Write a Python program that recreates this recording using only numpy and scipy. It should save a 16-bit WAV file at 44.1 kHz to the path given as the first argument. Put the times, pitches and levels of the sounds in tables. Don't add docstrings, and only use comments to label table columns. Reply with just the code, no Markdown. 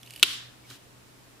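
import sys
import numpy as np
from scipy import signal
from scipy.io import wavfile

SR = 44100
rng = np.random.default_rng(int(sys.argv[2]) if len(sys.argv) > 2 else 0)


def pcm_store(signal):
    levels = np.round(np.clip(np.atleast_2d(signal), -1, 1) * 32767)
    wavfile.write(sys.argv[1], SR, levels.astype(np.int16).T)


def boost_factor(decibels):
    exponent = np.asarray(decibels, float) / 20
    return 10 ** exponent


N = 61739
TIME_S = np.arange(N) / SR

SNAP_DB = -1.5
SHEET_THIN_HZ, TICK_THIN_HZ = 900, 2094

TICK_TIMES = [.0140, .0316, .0515, .0625, .0748, .0998, .1072, .1283, .1370, .1545, .1598, .1615, .1775,
              .1970, .2032, .2232]
# peak_db, pitch_hz, brightness_db
TICK_SOUNDS = [(-43, 4100, 1), (-31.5, 3370, -1), (-45, 2250, -9.5), (-38, 3800, 0), (-34.5, 2800, -18),
               (-35.5, 3200, -12.5), (-30.5, 2750, 3), (-42.5, 3000, -3.5), (-30.5, 2790, 1.5),
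               (-43, 2200, -5), (-42.5, 2140, -8.5), (-27.5, 2860, 1), (-36.5, 2750, -14),
               (-30, 2800, -0.5), (-39.5, 3800, -15.5), (-39, 2900, -12.5)]
TOUCH_TIMES = [.7020, .7030, .7105]
# peak_db, pitch_hz, brightness_db
TOUCH_SOUNDS = [
    (-32.5, 5000, -11.5),
    (-34.5, 4000, -14.5),
    (-35.5, 1460, -4),
]
SLIP_TIMES = [.2283, .2302, .2310, .2332, .2352, .2367, .2385, .2415, .2445]


def rms_one(x):
    return x / np.sqrt(np.mean(x ** 2) + 1e-20)


def in_time(rows):
    s, value = np.transpose(rows)
    return np.interp(TIME_S, s, value)


def at_hz(points, hz):
    point_hz, value = np.transpose(points)
    return np.interp(np.log(hz), np.log(point_hz), value)


def click(s):
    return np.clip(1 - np.abs(np.arange(N) - s * SR), 0, 1)


def ring(clicks, hz, t60):
    radius = boost_factor(-60 / (t60 * SR))
    turn = 2 * np.pi * hz / SR
    return signal.lfilter([0, np.sin(turn)], [1, -2 * radius * np.cos(turn), radius ** 2], clicks + 1e-18)


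def band(x, low_hz, high_hz):
    return signal.sosfilt(signal.butter(2, [low_hz, high_hz], "band", fs=SR, output="sos"), x)


def thin(x, cut_hz):
    return signal.sosfilt(signal.butter(4, cut_hz, "high", fs=SR, output="sos"), x)


def banded_noise(gain, alike, size=N):
    edges = 22 * 2 ** np.arange(0, 10, .5)
    white = rng.standard_normal((2, 2, size))
    out = 0
    for k, (low, high) in enumerate(zip(edges, edges[1:])):
        mid, side = band(white[k % 2], low, high)
        hz = np.sqrt(low * high)
        likeness = np.clip(alike(hz), 0, 1)
        out = out + gain(hz) * (np.sqrt(1 + likeness) * mid + np.sqrt(1 - likeness) * side * [[1], [-1]])
    return out


def crack(s, low_hz):
    t60_s, top_hz = 0.0039, 14000
    age = TIME_S - s
    burst = rng.standard_normal(N) * (age >= 0) * boost_factor(-60 * np.abs(age) / t60_s)
    return band(burst, low_hz, top_hz)


def snap():
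    # left_db, right_db, brightness_db
    slips = [
        (2, 2, -4),
        (-8, -6, -8),
        (0, 1, -11),
        (-5, -3, -11),
        (-22, -15, 0),
        (-19, -18, -4),
        (-16, -16, -9),
        (-21, -23, -12),
        (-21, -21, -12),
    ]
    return sum(slip(s, *row) for s, row in zip(SLIP_TIMES, slips))


def slip(s, left_db, right_db, bright_db):
    # pitch_hz, level_db, t60_s
    sticker_modes = [(2860, -6.5, 0.0069), (3200, 1.5, 0.0037), (3535, -9.5, 0.0045), (3920, -12.5, 0.009),
                     (3940, -12, 0.0042)]
    # pitch_hz, level_db, t60_s
    page_modes = [(1134, -42.5, 0.004), (1425, -18, .01), (1806, -40, 0.0064), (5743, -22.5, 0.015)]
    crack_low_hz, crack_pan_db = 4500, 8

    def body(modes):
        return sum(boost_factor(db + rng.normal(0, 2.8, (2, 1))) * ring(click(s), hz, t60) for hz, db, t60 in modes)

    sheet = band(body(sticker_modes), 2300, 4410)
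    page = body(page_modes)
    each_ear = np.array([crack(s, crack_low_hz), crack(s, crack_low_hz)])
    cracks = crack(s, crack_low_hz) + 1.6 * each_ear
    cracks = boost_factor([[bright_db + crack_pan_db / 2], [bright_db - crack_pan_db / 2]]) * cracks
    gain = boost_factor([[SNAP_DB + left_db], [SNAP_DB + right_db]])
    return gain * thin(sheet + page + cracks, SHEET_THIN_HZ)


def ticks(times, rows, cut_hz, crack_low_hz):
    cycles = 20.5
    out = 0
    for s, (db, hz, bright_db) in zip(times, rows):
        low = ring(click(s), hz, cycles / hz)
        high = boost_factor(-3.5) * ring(click(s), 1.6 * hz, .6 * cycles / hz)
        out = out + boost_factor(db - 3.5) * (low + high + boost_factor(bright_db) * crack(s, crack_low_hz))
    return thin(out, cut_hz)


def crackle():
    # start_s, level_db
    pull = [
        (0, -68.5),
        (.05, -62),
        (.12, -60),
        (.2, -53),
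        (.226, -70),
        (.232, -83.5),
    ]
    per_s, spread_db = 3000, 2.5
    sizes = boost_factor(spread_db * np.minimum(rng.exponential(1, N), 5)) * rng.choice([-1, 1], N)
    grains = sizes * (rng.random(N) < per_s / SR)
    body = thin(ring(grains, 2800, .005), TICK_THIN_HZ)
    return boost_factor(in_time(pull)) * rms_one(body + boost_factor(16.5) * band(grains, 7000, 13000))


def thuds():
    drop = click(SLIP_TIMES[0] + 0.0027)
    pushes = boost_factor(-32.5) * drop + boost_factor(-52) * sum(click(s) for s in TOUCH_TIMES[1:])
    page = ring(pushes, 369, 0.053)
    desk_hz = 286
    swell = ring(drop, desk_hz, 0.36) / 150
    return band(page + boost_factor(-56) * ring(swell, desk_hz, 0.13), 180, 600)


def slide():
    # start_s, level_db
    stroke = [
        (0.6, -80),
        (0.622, -76),
        (0.698, -54.5),
        (0.702, -49.5),
        (0.762, -54),
        (0.802, -84.5),
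        (0.84, -86),
    ]
    # pitch_hz, level_db
    paper_colour = [(530, -32), (900, -7), (1090, -11), (1420, -1.5), (2230, -8), (3320, 0.5),
                    (15000, -15.5)]
    hiss = rms_one(banded_noise(lambda hz: boost_factor(at_hz(paper_colour, hz) - 33 * (hz < 900)), lambda hz: .3))
    squeak_s, squeak_length_s, squeak_hz, squeak_db = .650, .010, 2250, -59
    age = (TIME_S - squeak_s) / squeak_length_s
    squeak = rms_one(ring(rng.standard_normal(N), squeak_hz, 0.028)) * np.exp(-age ** 2)
    moving = (TIME_S > stroke[0][0]) & (TIME_S < stroke[-1][0])
    return boost_factor(in_time(stroke) + 2.5) * moving * hiss + boost_factor(squeak_db) * squeak


def desk(x):
    # delay_s, left_db, right_db
    bounces = [
        (.0017, -10, -9),
        (.0027, -9, -8),
        (.0050, -12, -11),
    ]
    pan_db = -3.4
    t = np.arange(N)
    out = x
    for delay_s, left_db, right_db in bounces:
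        out = out + boost_factor([[left_db], [right_db]]) * np.interp(t - delay_s * SR, t, x, left=0)
    return out * boost_factor([[pan_db / 2], [-pan_db / 2]])


def releases():
    times, rows = TICK_TIMES + TOUCH_TIMES, TICK_SOUNDS + TOUCH_SOUNDS
    small = sum(boost_factor(row[0] - 1.5) * click(s) for s, row in zip(times, rows))
    return small + boost_factor(SNAP_DB) * click(SLIP_TIMES[0])


def room(x):
    # pitch_hz, level_db
    tail_colour = [(300, -19), (800, -27), (1400, -7), (2300, -10), (3300, 0.5), (5200, -10), (9500, -16),
                   (14500, -25.5)]
    # pitch_hz, t60_s
    tail_t60 = [(250, .4), (1500, 0.97), (3500, 0.61), (6000, 0.61), (9000, 0.38), (14000, .25)]
    level_db, rise_s, hold_s, sag_db_per_s = -13, 0.012, 0.11, 32.5
    t = np.arange(SR) / SR
    late = np.maximum(t - hold_s, 0)
    tail = banded_noise(lambda hz: boost_factor(at_hz(tail_colour, hz) - 60 * late / at_hz(tail_t60, hz)),
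                        lambda hz: 150 / hz, size=SR)
    tail = tail * np.clip(t / rise_s, 0, 1) ** 2 * boost_factor(-sag_db_per_s * t)
    return boost_factor(level_db - 9) * signal.fftconvolve(tail, x[None], axes=1)[:, :N]


def floor():
    # pitch_hz, level_db
    hiss_colour = [(20, -7), (45, -4.5), (150, -3.5), (300, -4), (680, -8), (2000, -13), (8000, -19),
                   (15500, -25.5)]
    # pitch_hz, likeness (0 to 1)
    hiss_likeness = [(40, 0.24), (130, 0.2), (290, 0.15), (640, .03), (14900, 0.025)]
    # start_s, level_db
    hum_level = [(0.0, -61.5), (0.136, -55.5), (0.174, -61), (0.486, -56.5), (0.532, -70.5), (0.584, -63),
                 (0.732, -52.5), (0.778, -80), (0.802, -61.5), (1.02, -60.5), (1.042, -64), (1.4, -65)]
    hum_hz, hum_width_hz, hum_rough_db = 122, 8, -15
    hiss = banded_noise(lambda hz: boost_factor(at_hz(hiss_colour, hz)), lambda hz: at_hz(hiss_likeness, hz))
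    white = rng.standard_normal((3, N + SR))
    wobble = rms_one(ring(white[:2], hum_hz, 2.2 / hum_width_hz)[:, SR:])
    hum = np.sqrt(2) * np.sin(2 * np.pi * hum_hz * TIME_S)
    hum = hum + boost_factor(hum_rough_db) * (wobble[0] + wobble[1] * [[1], [-1]])
    drone = rms_one(ring(white[2], 273, 0.05)[SR:])
    return boost_factor(-58.5 + 3.5) * rms_one(hiss) + boost_factor(in_time(hum_level)) * hum + boost_factor(-66.5) * drone


def scene():
    peel = ticks(TICK_TIMES, TICK_SOUNDS, TICK_THIN_HZ, 7000)
    touches = ticks(TOUCH_TIMES, TOUCH_SOUNDS, SHEET_THIN_HZ, 3500)
    small = peel + touches + crackle()
    return desk(small) + snap() + thuds() + room(releases()) + slide() + floor()


def roll_off(x):
    return signal.sosfilt(signal.butter(12, 15540, fs=SR, output="sos"), x)


def record(dry):
    cut = signal.sosfilt(signal.cheby2(8, 25, 16000, fs=SR, output="sos"), dry)
    return roll_off(np.clip(cut, -1, 1))


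dry = scene()
out = record(dry)
pcm_store(out)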